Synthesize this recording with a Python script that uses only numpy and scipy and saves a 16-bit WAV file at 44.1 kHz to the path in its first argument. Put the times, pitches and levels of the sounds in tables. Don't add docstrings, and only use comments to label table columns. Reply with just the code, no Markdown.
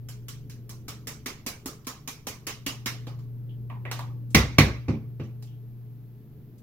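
import sys
import numpy as np
from scipy import signal
from scipy.fft import rfft, irfft
from scipy.io import wavfile
from scipy.ndimage import uniform_filter1d

SR = 44100
rng = np.random.default_rng(int(sys.argv[2]) if len(sys.argv) > 2 else 0)


def dump(signal):
    limited = np.clip(np.atleast_2d(signal).T, -1, 1)
    pcm = np.round(limited * 32767).astype(np.int16)
    wavfile.write(sys.argv[1], SR, pcm)


def level_to_linear(level):
    exponent = np.asarray(level, float) / 20
    return 10 ** exponent


N = 292118

# pitch [Hz], level [dB], time to fade by 60 dB [s].
COUNTER_MODES = [(52, -7.5, 0.37), (68.1, -0.5, 0.42), (99.6, 3.5, 0.29), (141.6, 4.5, 0.24),
                 (217.5, -2.5, .3), (299, -6.5, 0.092), (393.3, -10.5, 0.087), (556, -16.5, 0.095),
                 (790, -16.5, 0.18), (1100, -10.5, 0.11), (1200, -34.5, 0.079), (2130, -21, 0.28),
                 (1977, -13.5, 0.21), (2327, -13, 0.088), (2420, -14.5, 0.2), (2696, -10, .1),
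                 (3948, -26.5, .08), (5740, -9.5, 0.057)]
# frequency [Hz], likeness from 0 to 1.
LIKENESS = [(30, .98), (120, .98), (250, .93), (500, .75), (1000, .4), (3000, .1), (12000, .02)]


def evened(x):
    return x / np.sqrt(np.mean(x ** 2) + 1e-20)


def read(points, hz):
    f, value = np.transpose(points)
    return np.interp(np.log(hz + 1), np.log(f + 1), value)


def add(mix, start_s, sound):
    part = mix[:, round(start_s * SR):][:, :sound.shape[1]]
    part += sound[:, :part.shape[1]]


def causal(gain_db):
    cepstrum = irfft(np.maximum(gain_db, -100) * np.log(10) / 20)
    half = len(cepstrum) // 2
    cepstrum[1:half] *= 2
    cepstrum[half + 1:] = 0
    return irfft(np.exp(rfft(cepstrum)))


def whistle(hz, width_hz, size):
    r = np.exp(-np.pi * width_hz / SR)
    slow = rng.standard_normal(size) + 1j * rng.standard_normal(size)
    for _ in range(2):
        slow = signal.lfilter([1 - r], [1, -r], slow)
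    return evened((slow * np.exp(2j * np.pi * hz * np.arange(size) / SR)).real)


def right_noise(left, other, hz):
    same = np.clip(read(LIKENESS, hz), -1, 1)
    if left.ndim == 2:
        same = same[:, None]
    return same * left + np.sqrt(1 - same ** 2) * other


def room(size):
    # frequency [Hz], time to fade by 60 dB [s].
    fade_times = [(60, 0.79), (250, 0.49), (1000, 0.55), (2500, 0.47), (6000, 0.43), (14000, 0.25)]
    hz, t = np.fft.rfftfreq(512, 1 / SR), np.arange(size // 128 + 2) * 128 / SR
    a, b, c, d = rng.standard_normal((4, len(hz), len(t)))
    left = a + 1j * b
    z = np.array([left, right_noise(left, c + 1j * d, hz)])
    clumps = uniform_filter1d(rng.standard_normal(a.shape), size=4, axis=0)
    clumps = uniform_filter1d(clumps, size=8, axis=1)
    z = z * level_to_linear(2.5 * evened(clumps))
    z = z * level_to_linear(-60 * t / read(fade_times, hz)[:, None])
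    tail = signal.istft(z, nperseg=512, noverlap=384)[1][:, :size]
    t = np.arange(size) / SR
    tail = tail * (1 - np.exp(-t / 0.0041)) * (1 + 3.6 * np.exp(-t / 0.07))
    return tail / np.linalg.norm(tail[0])


def hit(row, colour, modes, contact_s, ring_db, wander, wet_db, pan_db, dull_hz, mid_db, mid_share,
        rise_s, hump_db, hollow_db):
    start_s, blow_db, thump_db, bright_db, hollow_hz = row
    t, hz = np.arange(32768) / SR, np.fft.rfftfreq(8192, 1 / SR)

    contact = rng.standard_normal(len(t)) * (1 - np.exp(-t / rise_s)) * np.exp(-t / contact_s)
    ragged = evened(uniform_filter1d(rng.standard_normal(len(t)), 24))
    contact = contact * level_to_linear(0.99 * ragged)
    crack = contact / np.linalg.norm(contact) + level_to_linear(wet_db) * room(len(t))

    ring, humps = 0, 0
    for f, db, t60 in modes:
        a, b = rng.standard_normal(2)
        pitch = f * (1 + wander * b)
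        tone = level_to_linear(db + 60 * wander * a - 60 * t / t60) * np.sin(2 * np.pi * pitch * t)
        ring = ring + tone * (1 - np.exp(-t * f / 0.45))
        humps = humps + level_to_linear(2.5 * a) / (1 + ((hz - pitch) / (0.06 * f)) ** 2)
    ring = level_to_linear(ring_db) * ring * (1 - np.exp(-t / 0.00078))

    click = causal(read(colour, hz) + hump_db * humps)
    click = click / np.linalg.norm(click)
    sound = ring + 12 * signal.fftconvolve(crack, click[None], axes=1)[:, :len(t)]

    mid_db = mid_db + mid_share * thump_db
    tilt = [(20, thump_db - 31.5), (50, thump_db), (350, thump_db), (900, mid_db), (2000, 0),
            (dull_hz, 0), (2 * dull_hz, bright_db), (4 * dull_hz, 0.92 * bright_db)]
    hollow = hollow_db / (1 + ((hz - hollow_hz) / (0.12 * hollow_hz)) ** 2)
    tilt_db = blow_db + read(tilt, hz) + hollow
    shade_db = pan_db / 2 * read([(200, 0.14), (2000, 1)], hz)
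    left = causal(tilt_db + shade_db)
    right = np.roll(causal(tilt_db - shade_db), 4)
    return start_s - 0.001, signal.fftconvolve(sound, np.array([left, right]), axes=1)[:, :len(t)]


def appliance_hum():
    # time [s], level [dB].
    hum_level = [(0.0, -40.5), (0.9, -44.5), (1.4, -53), (1.85, -55), (2.1, -55), (2.4, -49.5), (3.0, -38),
                 (4.1, -35.5), (5.2, -38.5), (5.92, -42), (6.25, -48), (6.62, -49.5)]
    hum_hz, node_s, pan_db, lead_rad = 120.02, 2.12, 1.5, 0.57
    t = np.arange(N) / SR
    level = level_to_linear(np.interp(t, *np.transpose(hum_level)) + np.array([[0.5], [-0.5]]) * pan_db)
    flip = np.pi / (1 + np.exp(-(t - node_s) / 0.092))
    lead = np.array([[lead_rad], [0]])
    return np.sqrt(2) * level * np.sin(2 * np.pi * hum_hz * t - flip + lead)


def fan():
    # pitch [Hz], level [dB], width [Hz].
    fan_lines = [(64, -87.5, 2.18), (145.5, -54, 3.1), (218.5, -62, 3.3), (296, -74.5, 26),
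                 (424.5, -65.5, 11)]
    return sum(level_to_linear(db) * whistle(hz, width_hz, N) for hz, db, width_hz in fan_lines)


def air_rumble():
    # frequency [Hz], level [dB per Hz].
    air_colour = [(20, -66), (40, -70), (90, -63), (180, -65), (300, -70), (450, -79), (650, -90),
                  (1000, -96), (2000, -101), (5000, -107), (8500, -115), (10500, -107), (13000, -97),
                  (16000, -100)]
    # time [s], rumble level [dB].
    swell = [(0, -2.5), (.8, 0.6), (2.2, -4.5), (2.8, -2.5), (3.4, -1), (3.9, 3.5), (5.3, -4), (6, -4.5),
             (6.62, -0.8)]
    hiss_db = -69.5
    t, hz = np.arange(N) / SR, np.fft.rfftfreq(N, 1 / SR)
    left, other = rfft(rng.standard_normal((2, N)))
    air = irfft(np.array([left, right_noise(left, other, hz)]) * level_to_linear(read(air_colour, hz)), N)
    hiss = irfft(rfft(air.mean(0)) * (hz > 1000), N)
    low_db = np.interp(t, *np.transpose(swell))
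    deep_db = 2 + 0.53 * low_db - 0.9 * t
    deep = irfft(rfft(air) * (hz < 120), N)
    low = irfft(rfft(air) * ((hz >= 120) & (hz < 600)), N)
    air = air + deep * (level_to_linear(deep_db) - 1) + low * (level_to_linear(low_db) - 1)
    return level_to_linear(hiss_db) * air / hiss.std()


def palm_slaps(mix):
    # start [s], blow [dB], cup thump [dB], skin brightness [dB], hollow under the blow [Hz].
    slaps = [(0.087, -45.5, -4, -3, 1560), (0.2836, -41, -10, -4, 3260), (0.4975, -48.5, -11, -6, 1600),
             (0.6934, -46.5, -1.5, -0.5, 1070), (0.882, -36.5, -3, -7, 1280), (1.0715, -37, -0.5, -2, 2070),
             (1.26, -31, -2, -9, 2100), (1.4644, -33, 1.5, -2.5, 2300), (1.6588, -37, 4.5, -2, 1300),
             (1.8691, -34, -0.5, -5.5, 1100), (2.0761, -36, -0.5, -3.5, 2450),
             (2.2694, -33.5, 1.5, -4, 2300), (2.4686, -31, -2.5, -7, 2920), (2.6635, -29, -1.5, -7.5, 2900),
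             (2.8595, -26.5, -4.5, -10, 1830), (3.0691, -44.5, 8.5, -16, 840), (3.1886, -59, 1, -12, 1100)]
    # frequency [Hz], level [dB].
    palm = [(120, -3), (300, -1.5), (700, -2.5), (1100, -1), (1500, -6), (2300, -7.5), (3500, -7.5),
            (6000, -1), (9000, -6), (12500, -2.5), (15800, -4.5), (17000, -41)]
    # pitch [Hz], level [dB], time to fade by 60 dB [s].
    cup_modes = [(262.4, 7.5, 0.083), (464, -1.5, 0.07), (1056, -16, 0.062), (1240, -30, 0.059),
                 (2300, -14, 0.28), (2970, -16, 0.1), (5500, -24, 0.1), (6900, 0, 0.13)]
    for row in slaps:
        add(mix, *hit(row, palm, cup_modes, contact_s=0.0038, ring_db=-9.5, wander=0.0396, wet_db=7,
                      pan_db=-3, dull_hz=3860, mid_db=-5, mid_share=0.66, rise_s=0.0011,
                      hump_db=2.5, hollow_db=6))


def skin_rubs(mix):
    # start [s], length [s], level [dB], pitch [Hz], width [Hz].
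    rubs = [(3.49, .09, -66, 3100, 600), (5.47, .14, -70, 3100, 700), (3.92, .13, -62, 6000, 7000),
            (4.302, .06, -60, 8000, 9000), (5.42, .06, -67, 7000, 10000), (6.58, .04, -68, 7000, 9000),
            (1.845, .025, -60, 4000, 6000)]
    for start_s, length_s, db, hz, width_hz in rubs:
        t = np.arange(round(length_s * SR)) / SR
        shape = np.minimum(t / 0.0036, 1) * (1 - t / length_s)
        grains = np.array([whistle(hz, width_hz, len(t)), whistle(hz, width_hz, len(t))])
        add(mix, start_s, level_to_linear(db) * shape * grains)


def cord_ticks(mix):
    # start [s], blow [dB], thump [dB], brightness [dB], hollow under the blow [Hz].
    ticks = [
        (3.6994, -41.5, -11, -24, 1038),
        (3.8525, -33.5, -1, -28, 1930),
        (3.914, -30.5, -3, -1.5, 1500),
        (3.9912, -38.5, -12.5, -5, 1150),
        (5.4251, -57.5, -1.5, 8, 2500),
    ]
    # frequency [Hz], level [dB].
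    plug = [(180, -33.5), (300, -12), (961, -4), (1390, -18), (1530, -16.5), (5340, -14.5), (9090, -23.5),
            (14700, -20.5), (16000, -24)]
    # pitch [Hz], level [dB], time to fade by 60 dB [s].
    cord_modes = [(831.6, 7, 0.14), (1150, 9, 0.23), (1943, 14, .06), (2900, -16, .05)]
    for row in ticks:
        add(mix, *hit(row, plug, cord_modes, contact_s=0.0035, ring_db=-27, wander=0.014, wet_db=2.5,
                      pan_db=-3, dull_hz=2500, mid_db=-8.5, mid_share=-0.8, rise_s=0.0018,
                      hump_db=2, hollow_db=6))


def rim_knocks(mix):
    # start [s], blow [dB], thump [dB], brightness [dB], hollow under the blow [Hz].
    knocks = [
        (4.347, -9, -5, 5, 2200),
        (4.584, -8.5, -4.5, 1.8, 2176),
    ]
    # frequency [Hz], level [dB].
    rim = [(30, -46), (70, -10.5), (150, -0.5), (370, -7.5), (660, -18), (1100, -20.5), (2300, -23.5),
           (3300, -23.5), (5800, -29), (8500, -40), (13500, -37), (15800, -34.5), (17000, -57.5)]
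    for row in knocks:
        add(mix, *hit(row, rim, COUNTER_MODES, contact_s=0.006, ring_db=-5, wander=0.0028, wet_db=2,
                      pan_db=-3, dull_hz=3100, mid_db=-1, mid_share=0.29, rise_s=0.0022,
                      hump_db=2.5, hollow_db=3.5))


def base_rocks(mix):
    # start [s], blow [dB], thump [dB], brightness [dB], hollow under the blow [Hz].
    rocks = [
        (4.8824, -39.5, 17, -14.5, 2300),
        (5.1971, -47.5, 14.8, -20, 2744),
        (5.2346, -66, 16, 2, 2150),
    ]
    # frequency [Hz], level [dB].
    base = [(30, -44), (70, -10.5), (140, -3.5), (250, -6.5), (420, -13.5), (700, -19.5), (1100, -20),
            (2400, -23.5), (3300, -25.5), (6000, -15), (16000, -52)]
    for row in rocks:
        add(mix, *hit(row, base, COUNTER_MODES[2:], contact_s=0.01, ring_db=-6, wander=0.01, wet_db=7,
                      pan_db=-4, dull_hz=3150, mid_db=-4, mid_share=0.65, rise_s=0.002,
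                      hump_db=2, hollow_db=6.5))


def scene():
    appliances = appliance_hum() + fan() + air_rumble()
    hands = np.zeros((2, N))
    palm_slaps(hands)
    skin_rubs(hands)
    cord_ticks(hands)
    rim_knocks(hands)
    base_rocks(hands)
    return level_to_linear(4) * hands + appliances


def roll_off(x):
    return signal.sosfilt(signal.butter(12, 16420, fs=SR, output="sos"), x)


def record(dry):
    edge = signal.firwin(255, 15950, window=("kaiser", 8), fs=SR)
    mix = signal.oaconvolve(np.clip(dry, -1, 1), edge[None], "same")
    return roll_off(mix)


dry = scene()
out = record(dry)
dump(out)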